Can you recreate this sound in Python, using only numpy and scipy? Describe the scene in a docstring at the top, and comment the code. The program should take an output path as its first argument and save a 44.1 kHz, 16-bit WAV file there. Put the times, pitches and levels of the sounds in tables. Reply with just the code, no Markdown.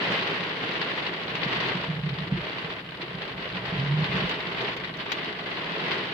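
"""Rain on a parked car

Driver's seat in gusty rain: bright patter on glass, dull drumming on the roof, from dense random impacts.
Fat drops, roof drips and small ticks stand out as single damped noise bursts.
Two wiper sweeps: filtered-noise linkage rumble, stick-slip blade judder, arm thuds as decaying low modes.
Cabin air and faint hiss are steady filtered noise."""
import sys
import numpy as np
from scipy import signal
from scipy.fft import rfft, irfft, next_fast_len
from scipy.io import wavfile
from scipy.ndimage import uniform_filter1d, map_coordinates

SR = 44100
rng = np.random.default_rng(int(sys.argv[2]) if len(sys.argv) > 2 else 0)


def wrap_up_sound(samples):
    """Save the sound to the file named by the first command line argument, as 16-bit audio."""
    columns = np.atleast_2d(samples).T
    # keep every value between -1 and 1, then stretch to whole-number steps
    tamed = np.clip(columns, -1, 1)
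    steps = np.round(tamed * 32767).astype(np.int16)
    wavfile.write(sys.argv[1], SR, steps)


N = 270333
TIME = np.arange(N) / SR


def from_db(db):
    """Decibels to amplitude gain."""
    return 10 ** (np.asarray(db) / 20)


def rms_one(x):
    """Scale to unit rms."""
    return x / np.sqrt(np.mean(x ** 2) + 1e-20)


def in_time(rows):
    """Interpolate each column of a time curve at every sample."""
    times_s, *columns = np.transpose(rows)
    return [np.interp(TIME, times_s, column) for column in columns]


def drift(knots_per_s):
    """Smooth random curve through random knots, rms 1."""
    knots = rng.standard_normal(4000)
    return rms_one(map_coordinates(knots, [TIME * knots_per_s], order=2, mode="wrap"))


def held(start_s, end_s, edge_s):
    """Gate with linear edges inside its two times."""
    return np.clip(np.minimum(TIME - start_s, end_s - TIME) / edge_s, 0, 1)


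def dying(power, t60_s):
    """Let each energy burst decay exponentially by 60 dB in t60."""
    r = from_db(-120 / (t60_s * SR))  # per-sample power ratio
    return signal.lfilter([1 - r], [1, -r], power + 1e-12)


def coloured(x, spectrum):
    """Filter by gains interpolated over log frequency; one dB column, or one per side."""
    size = next_fast_len(N + 8192)
    log_f = np.log(np.arange(size // 2 + 1) * SR / size + 1)
    hz, *sides = np.transpose(spectrum)
    gain = from_db([np.interp(log_f, np.log(hz), db) for db in sides])
    return irfft(rfft(x, size) * gain, size)[:, :N]


# panel resonances: (centre [Hz], width [Hz], lift [dB])
PANEL_MODES = [(179, 32, 1.5), (415, 110, 4.5), (653, 41, 3), (1116, 190, 1), (1560, 280, 1.5),
               (2020, 150, 1.5), (2930, 170, 0.5)]
# stereo width before the left/right spectrum: (frequency [Hz], side re mid [dB])
STEREO_WIDTH = [(60, -10.5), (130, -23.5), (290, -11.5), (640, -7.5), (1410, 0.5), (3100, -0.5),
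                (6820, 0.5), (15000, -1)]


def in_cabin(pair, spectrum):
    """Panels ring on two unrelated signals, mixed as mid and side, then coloured; mid rms 1."""
    for hz, width_hz, lift_db in PANEL_MODES:
        resonance = signal.lfilter(*signal.iirpeak(hz, hz / width_hz, fs=SR), pair)
        pair = pair + (from_db(lift_db) - 1) * resonance
    side = coloured(pair[1], STEREO_WIDTH) * [[1], [-1]]
    out = coloured(pair[0] + side, spectrum)
    return out / (out.mean(axis=0).std() + 1e-12)


def shower(per_s, spread_db, t60_s, tail_db, tail_t60_s, click_db):
    """Random drops of uneven size: click, dense noise ring and cabin echo; levelled to rms 1."""
    sizes = from_db(spread_db * np.minimum(rng.exponential(1, N), 3.5))
    drops = sizes * (rng.random(N) < per_s / SR) / np.sqrt(per_s)
    ring_power = dying(drops ** 2, t60_s)
    echo_power = from_db(tail_db) ** 2 * dying(drops ** 2, tail_t60_s)
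    clicks = from_db(click_db) * drops * rng.choice([-1, 1], (2, N))
    out = clicks + np.sqrt(ring_power + echo_power) * rng.standard_normal((2, N))
    return out / np.sqrt(uniform_filter1d(np.mean(out ** 2, axis=0), size=5000) + 1e-12)


def strikes(rows, tail_db, tail_t60_s, size=6000):
    """Impacts (s, dB, left re right dB, t60 s): noise with a fast-decaying ring and a short cabin echo."""
    out, t = np.zeros((2, N + size)), np.arange(size) / SR
    for time_s, db, pan_db, t60_s in rows:
        envelope = np.hypot(from_db(-60 * t / t60_s), from_db(tail_db - 60 * t / tail_t60_s))
        at = int(time_s * SR)
        sides = from_db(db + np.array([[pan_db], [-pan_db]]) / 2)
        out[:, at:at + size] += sides * envelope * rng.standard_normal((2, size))
    return out[:, :N]


# rain strength through the gusts: (time [s], level [dB])
GUST_LEVELS = [(0.0, -30), (0.31, -32.5), (0.42, -35.5), (0.86, -33), (1.22, -36.5), (1.43, -35.5),
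               (1.52, -31), (1.76, -33), (1.98, -42.5), (2.5, -37), (2.68, -36.5), (2.87, -44.5),
               (3.22, -40), (3.79, -36.5), (3.91, -37.5), (4.18, -32), (4.46, -37.5), (4.62, -31),
               (4.8, -38.5), (4.96, -40.5), (5.19, -36), (5.38, -38.5), (5.92, -33), (6.12, -35.5)]
# windscreen drops: (frequency [Hz], left gain [dB], right gain [dB])
WINDSCREEN_SPECTRUM = [(460, -22, -36.5), (823, -8.5, -4.5), (1130, -8, -5), (1280, -10.5, -11),
                       (1950, -1.5, -6.5), (2360, -6, -6), (2935, -6, -3), (3630, -9, -10.5),
                       (4570, -14, -20.5), (5350, -26.5, -30.5), (6500, -46, -38), (8070, -52, -44),
                       (11000, -61, -53.5), (15500, -70, -48)]
# side window taps: (frequency [Hz], gain [dB])
SIDE_WINDOW_SPECTRUM = [(800, -25), (2000, -2.5), (3000, -3.5), (3900, 1), (4600, -5), (5300, -16),
                        (6200, -29.5), (7500, -44), (12000, -69)]
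# hardest drops on the near glass: (frequency [Hz], gain [dB])
SPATTER_SPECTRUM = [(1500, -14), (4000, 25), (6000, 18), (7200, 7), (9000, -3), (12000, -3), (15000, -4)]
# drops through the roof: (frequency [Hz], left gain [dB], right gain [dB])
ROOF_SPECTRUM = [(25, -37, -30), (85, -36, -32), (110, -4.5, -5.5), (142, -8, -4.5), (171.5, -2.5, 1.5),
                 (206, -6, -3), (286, -4.5, -3), (418, -3, -3.5), (533, -7, -5), (654, -9.5, -3.5),
                 (760, -12, -9.5), (1030, -8, -13.5), (1520, -15.5, -11.5), (2960, -66, -75)]
AVERAGE_SHOWER_DB = -35
FLURRY_RMS_DB, FLURRY_KNOTS_PER_S = 0.77, 16  # quick random swells within a gust
PATTER_DB, WINDOW_DB, ROOF_DB, SPATTER_DB = -35, -44, -36.5, -76.0  # gains in an average shower
ROOF_DB_PER_GUST_DB, SPATTER_DB_PER_GUST_DB = 0.93, 2.1


def rain():
    """Stronger gusts bring more drops: bright on glass, dull through the roof lining."""
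    gust_db = in_time(GUST_LEVELS)[0] - AVERAGE_SHOWER_DB + FLURRY_RMS_DB * drift(FLURRY_KNOTS_PER_S)
    per_s = 1000 * from_db(1.3 * gust_db)

    drops = shower(per_s * 1.1, spread_db=4.0, t60_s=0.034, tail_db=6.5, tail_t60_s=0.13, click_db=-4.0)
    patter = from_db(PATTER_DB + gust_db) * in_cabin(drops, WINDSCREEN_SPECTRUM)

    # the side window is close: its fewer drops stand out singly
    taps = shower(per_s * 0.25, spread_db=6.5, t60_s=0.02, tail_db=-16, tail_t60_s=0.11, click_db=-18)
    taps = rms_one(coloured(taps, SIDE_WINDOW_SPECTRUM))
    window = from_db(WINDOW_DB + gust_db) * taps * from_db([[1.5], [-8]])

    # harder impacts are brighter: spatter outgrows patter
    hard = shower(per_s * 0.3, spread_db=6.5, t60_s=0.024, tail_db=-7, tail_t60_s=0.06, click_db=-16)
    hard = coloured(hard, SPATTER_SPECTRUM)
    spatter = from_db(SPATTER_DB + SPATTER_DB_PER_GUST_DB * gust_db) * hard * from_db([[-4], [3]])

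    roof = shower(per_s * 1.1, spread_db=2.0, t60_s=0.031, tail_db=1.5, tail_t60_s=0.16, click_db=-5.5)
    drumming = from_db(ROOF_DB + ROOF_DB_PER_GUST_DB * gust_db) * in_cabin(roof, ROOF_SPECTRUM)
    return patter + window + spatter + drumming


# cabin air: (frequency [Hz], gain [dB])
AIR_SPECTRUM = [(15, -59), (30, -20), (70, -17), (120, -17.5), (165, 2), (230, -15.5), (320, -34),
                (600, -63)]


def cabin_air():
    """Steady low-frequency noise, equal on both sides."""
    return from_db(-48.5) * rms_one(coloured(rng.standard_normal(N), AIR_SPECTRUM))


# faint hiss: (frequency [Hz], gain [dB])
HISS_SPECTRUM = [(3000, 4), (8000, 2.5), (12000, 2.5), (16000, -2)]


def faint_hiss():
    """Steady treble noise, independent on each side, stronger on the right."""
    return coloured(rng.standard_normal((2, N)), HISS_SPECTRUM) * from_db([[-80], [-69.5]])


# heavy roof drips: (time [s], relative level [dB])
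ROOF_DRIPS = [(0.069, -25), (0.113, -19.5), (1.717, -19), (2.274, -22.5), (2.377, -25.5), (3.029, -20.5),
              (4.636, -16)]
# drip knock: (frequency [Hz], gain [dB])
DRIP_SPECTRUM = [(120, -31), (260, -12), (350, 10.5), (450, 7), (560, -5.5), (900, -10), (2000, -33),
                 (6000, -83)]


def drips():
    """Heavy drips knock hollowly on the roof panel: mid-band noise bursts in mono."""
    rows = [(time_s, db, 0, 0.05) for time_s, db in ROOF_DRIPS]
    knocks = strikes(rows, tail_db=-11, tail_t60_s=0.11)[:1]
    return from_db(5.0) * coloured(knocks, DRIP_SPECTRUM)


# fat drops: (time [s], relative level [dB], left re right [dB])
FAT_DROPS = [(0.19, -10, 2), (0.223, -10, -4), (0.815, -10, 2), (1.065, -11, -1), (1.353, -9.5, 0),
             (1.432, -12, 9.5), (1.6025, -10.5, -3), (2.0908, -15, 1), (2.1857, -14.5, 0.5),
             (2.584, -16, -7), (3.0167, -13.5, -3), (3.2185, -16.5, 0), (3.5685, -15.5, -3),
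             (4.0428, -11, -2), (4.127, -19, -3.5), (4.295, -11, -6), (4.3107, -9, -1.5), (4.8441, -16, 0),
             (4.999, -17, -4), (5.118, -7, 2), (5.9154, -8, -1)]
SPLASH_T60_S = 0.082


def splats():
    """Fat drops burst on the windscreen and set the side glass ringing too."""
    rows = [(time_s, db, pan_db, SPLASH_T60_S) for time_s, db, pan_db in FAT_DROPS]
    hits = strikes(rows, tail_db=-25, tail_t60_s=0.079)
    windscreen = coloured(hits, WINDSCREEN_SPECTRUM) * from_db(-3.0)
    side_glass = coloured(hits, SIDE_WINDOW_SPECTRUM) * from_db([[-12], [-23]])
    return windscreen + side_glass


# wiper sweeps: (start [s], blades have turned [s], rumble at the turn [dB])
WIPER_SWEEPS = [(1.227, 2.412, -37), (3.13, 4.263, -35.5)]
# linkage rumble through the body: (frequency [Hz], gain [dB])
RUMBLE_SPECTRUM = [(15, -44), (35, -15), (60, -6.5), (85, -6.5), (105, -11), (130, 8.5), (160, -6),
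                   (185, 5), (215, -15), (300, -13), (800, -61), (3000, -100)]
LOAD_RISE_DB_PER_S, LOAD_EDGE_S = 8.5, 0.05  # the load builds as the glass is wiped dry
RETURN_DB, RETURN_S = -13.5, 0.8  # the way back is lighter


def linkage():
    """Linkage noise rumbles under a growing load until the blades have turned, then runs back lightly."""
    load = np.zeros(N)
    for start_s, turned_s, db in WIPER_SWEEPS:
        rise = from_db(LOAD_RISE_DB_PER_S * np.minimum(TIME - turned_s, 0))
        outward = held(start_s, turned_s + LOAD_EDGE_S, LOAD_EDGE_S) * rise
        back = held(turned_s, turned_s + RETURN_S, LOAD_EDGE_S) * from_db(RETURN_DB)
        load += from_db(db) * (outward + back)
    return load * rms_one(coloured(rng.standard_normal(N), RUMBLE_SPECTRUM))


# sharp cabin ticks: (time [s], relative level [dB])
CABIN_TICKS = [(1.3523, -65), (4.294, -60), (4.6174, -67), (4.7656, -62.5), (4.9696, -67), (5.119, -49)]
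# tick: (frequency [Hz], gain [dB])
TICK_SPECTRUM = [(600, -12), (1500, 1), (3000, 21), (6500, 13.5), (9000, -15), (12000, -4), (14700, 2),
                 (16000, -4)]


def ticks():
    """Bright, quickly damped noise bursts, close on the right."""
    rows = [(time_s, db, -9.0, 0.055) for time_s, db in CABIN_TICKS]
    return from_db(7.0) * coloured(strikes(rows, tail_db=-20, tail_t60_s=0.08), TICK_SPECTRUM)


# wiper arm thuds: (time [s], relative level [dB])
ARM_THUDS = [(1.454, -17), (1.741, -16), (1.889, -16), (2.315, -5.5), (2.635, -21), (3.141, -20.5),
             (3.716, -12.5), (4.091, -13.5), (4.136, -12), (4.218, -12.5), (4.46, -23)]
# scuttle and cabin modes: (frequency [Hz], relative level [dB], t60 [s])
BOOM_MODES = [(45, -33, .5), (60, -29, .45), (132, -11, .2), (155, -5, .2), (182, -3, .19), (250, -14, .1)]
PUSH_S = 0.01315


def thuds(size=16384):
    """The arms catch and turn over; each push swells into the low modes of the body."""
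    out, t = np.zeros(N + size), np.arange(size) / SR
    swell = np.sin(np.pi / 2 * np.clip(t / PUSH_S, 0, 1)) ** 2
    for time_s, db in ARM_THUDS:
        boom = np.zeros(size)
        for hz, level_db, t60_s in BOOM_MODES:
            phase = 2 * np.pi * hz * (t - PUSH_S) + rng.normal(0, 1.0)
            boom += from_db(level_db - 60 * t / t60_s) * np.sin(phase)
        at = int(time_s * SR)
        out[at:at + size] += from_db(db - 7.5) * boom * swell
    return out[:N]


# judder bouts: (start [s], length [s], initial level [dB], initial slip rate [Hz])
JUDDER_BOUTS = [(1.87, 0.15, -36.5, 147), (2.02, 0.071, -28.5, 146), (2.092, 0.06, -31.5, 140),
                (2.18, 0.065, -31, 150), (3.77, 0.273, -29.5, 136)]
# a bout grows and quickens as the blade speeds up
JUDDER_EDGE_S, JUDDER_SWELL_DB_PER_S, SLIPS_RISE_HZ_PER_S = 0.016, 24.5, 66


def judder(rough=0.19, wobble=0.029, second_hz=180, second_db=-12):
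    """Rubber sticks and slips on the glass, shaking the arm almost sinusoidally."""
    force, slips_hz = np.zeros(N), np.zeros(N)
    for start_s, length_s, db, hz in JUDDER_BOUTS:
        age_s = np.clip(TIME - start_s, 0, length_s)
        gate = held(start_s, start_s + length_s, JUDDER_EDGE_S)
        force += gate * from_db(db + JUDDER_SWELL_DB_PER_S * age_s)
        slips_hz = np.where(gate > 0, hz + SLIPS_RISE_HZ_PER_S * age_s, slips_hz)
    # the other blade slips at its own rate; the two beat
    shake = np.zeros(N)
    for blade_hz, level_db in ((slips_hz, 0), (second_hz, second_db)):
        phase = 2 * np.pi * np.cumsum(blade_hz * (1 + wobble * drift(50))) / SR
        shake += from_db(level_db) * np.sqrt(2) * np.sin(phase) * (1 + rough * drift(90))
    return force * shake


def scene():
    """Rain all around, wipers ahead, a quiet floor beneath."""
    wipers = (linkage() + thuds() + judder()) * from_db([[-1.0], [0.9]])
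    floor = cabin_air() + faint_hiss()
    return rain() + floor + drips() + splats() + ticks() + wipers


CUTOFF_HZ = 15800


def record(dry):
    """Cut the top steeply with an elliptic low-pass."""
    lowpass = signal.ellip(10, 0.1, 90, CUTOFF_HZ, fs=SR, output="sos")  # ripple 0.1 dB, stopband -90 dB
    return signal.sosfilt(lowpass, dry)


dry = scene()
out = record(dry)
wrap_up_sound(out)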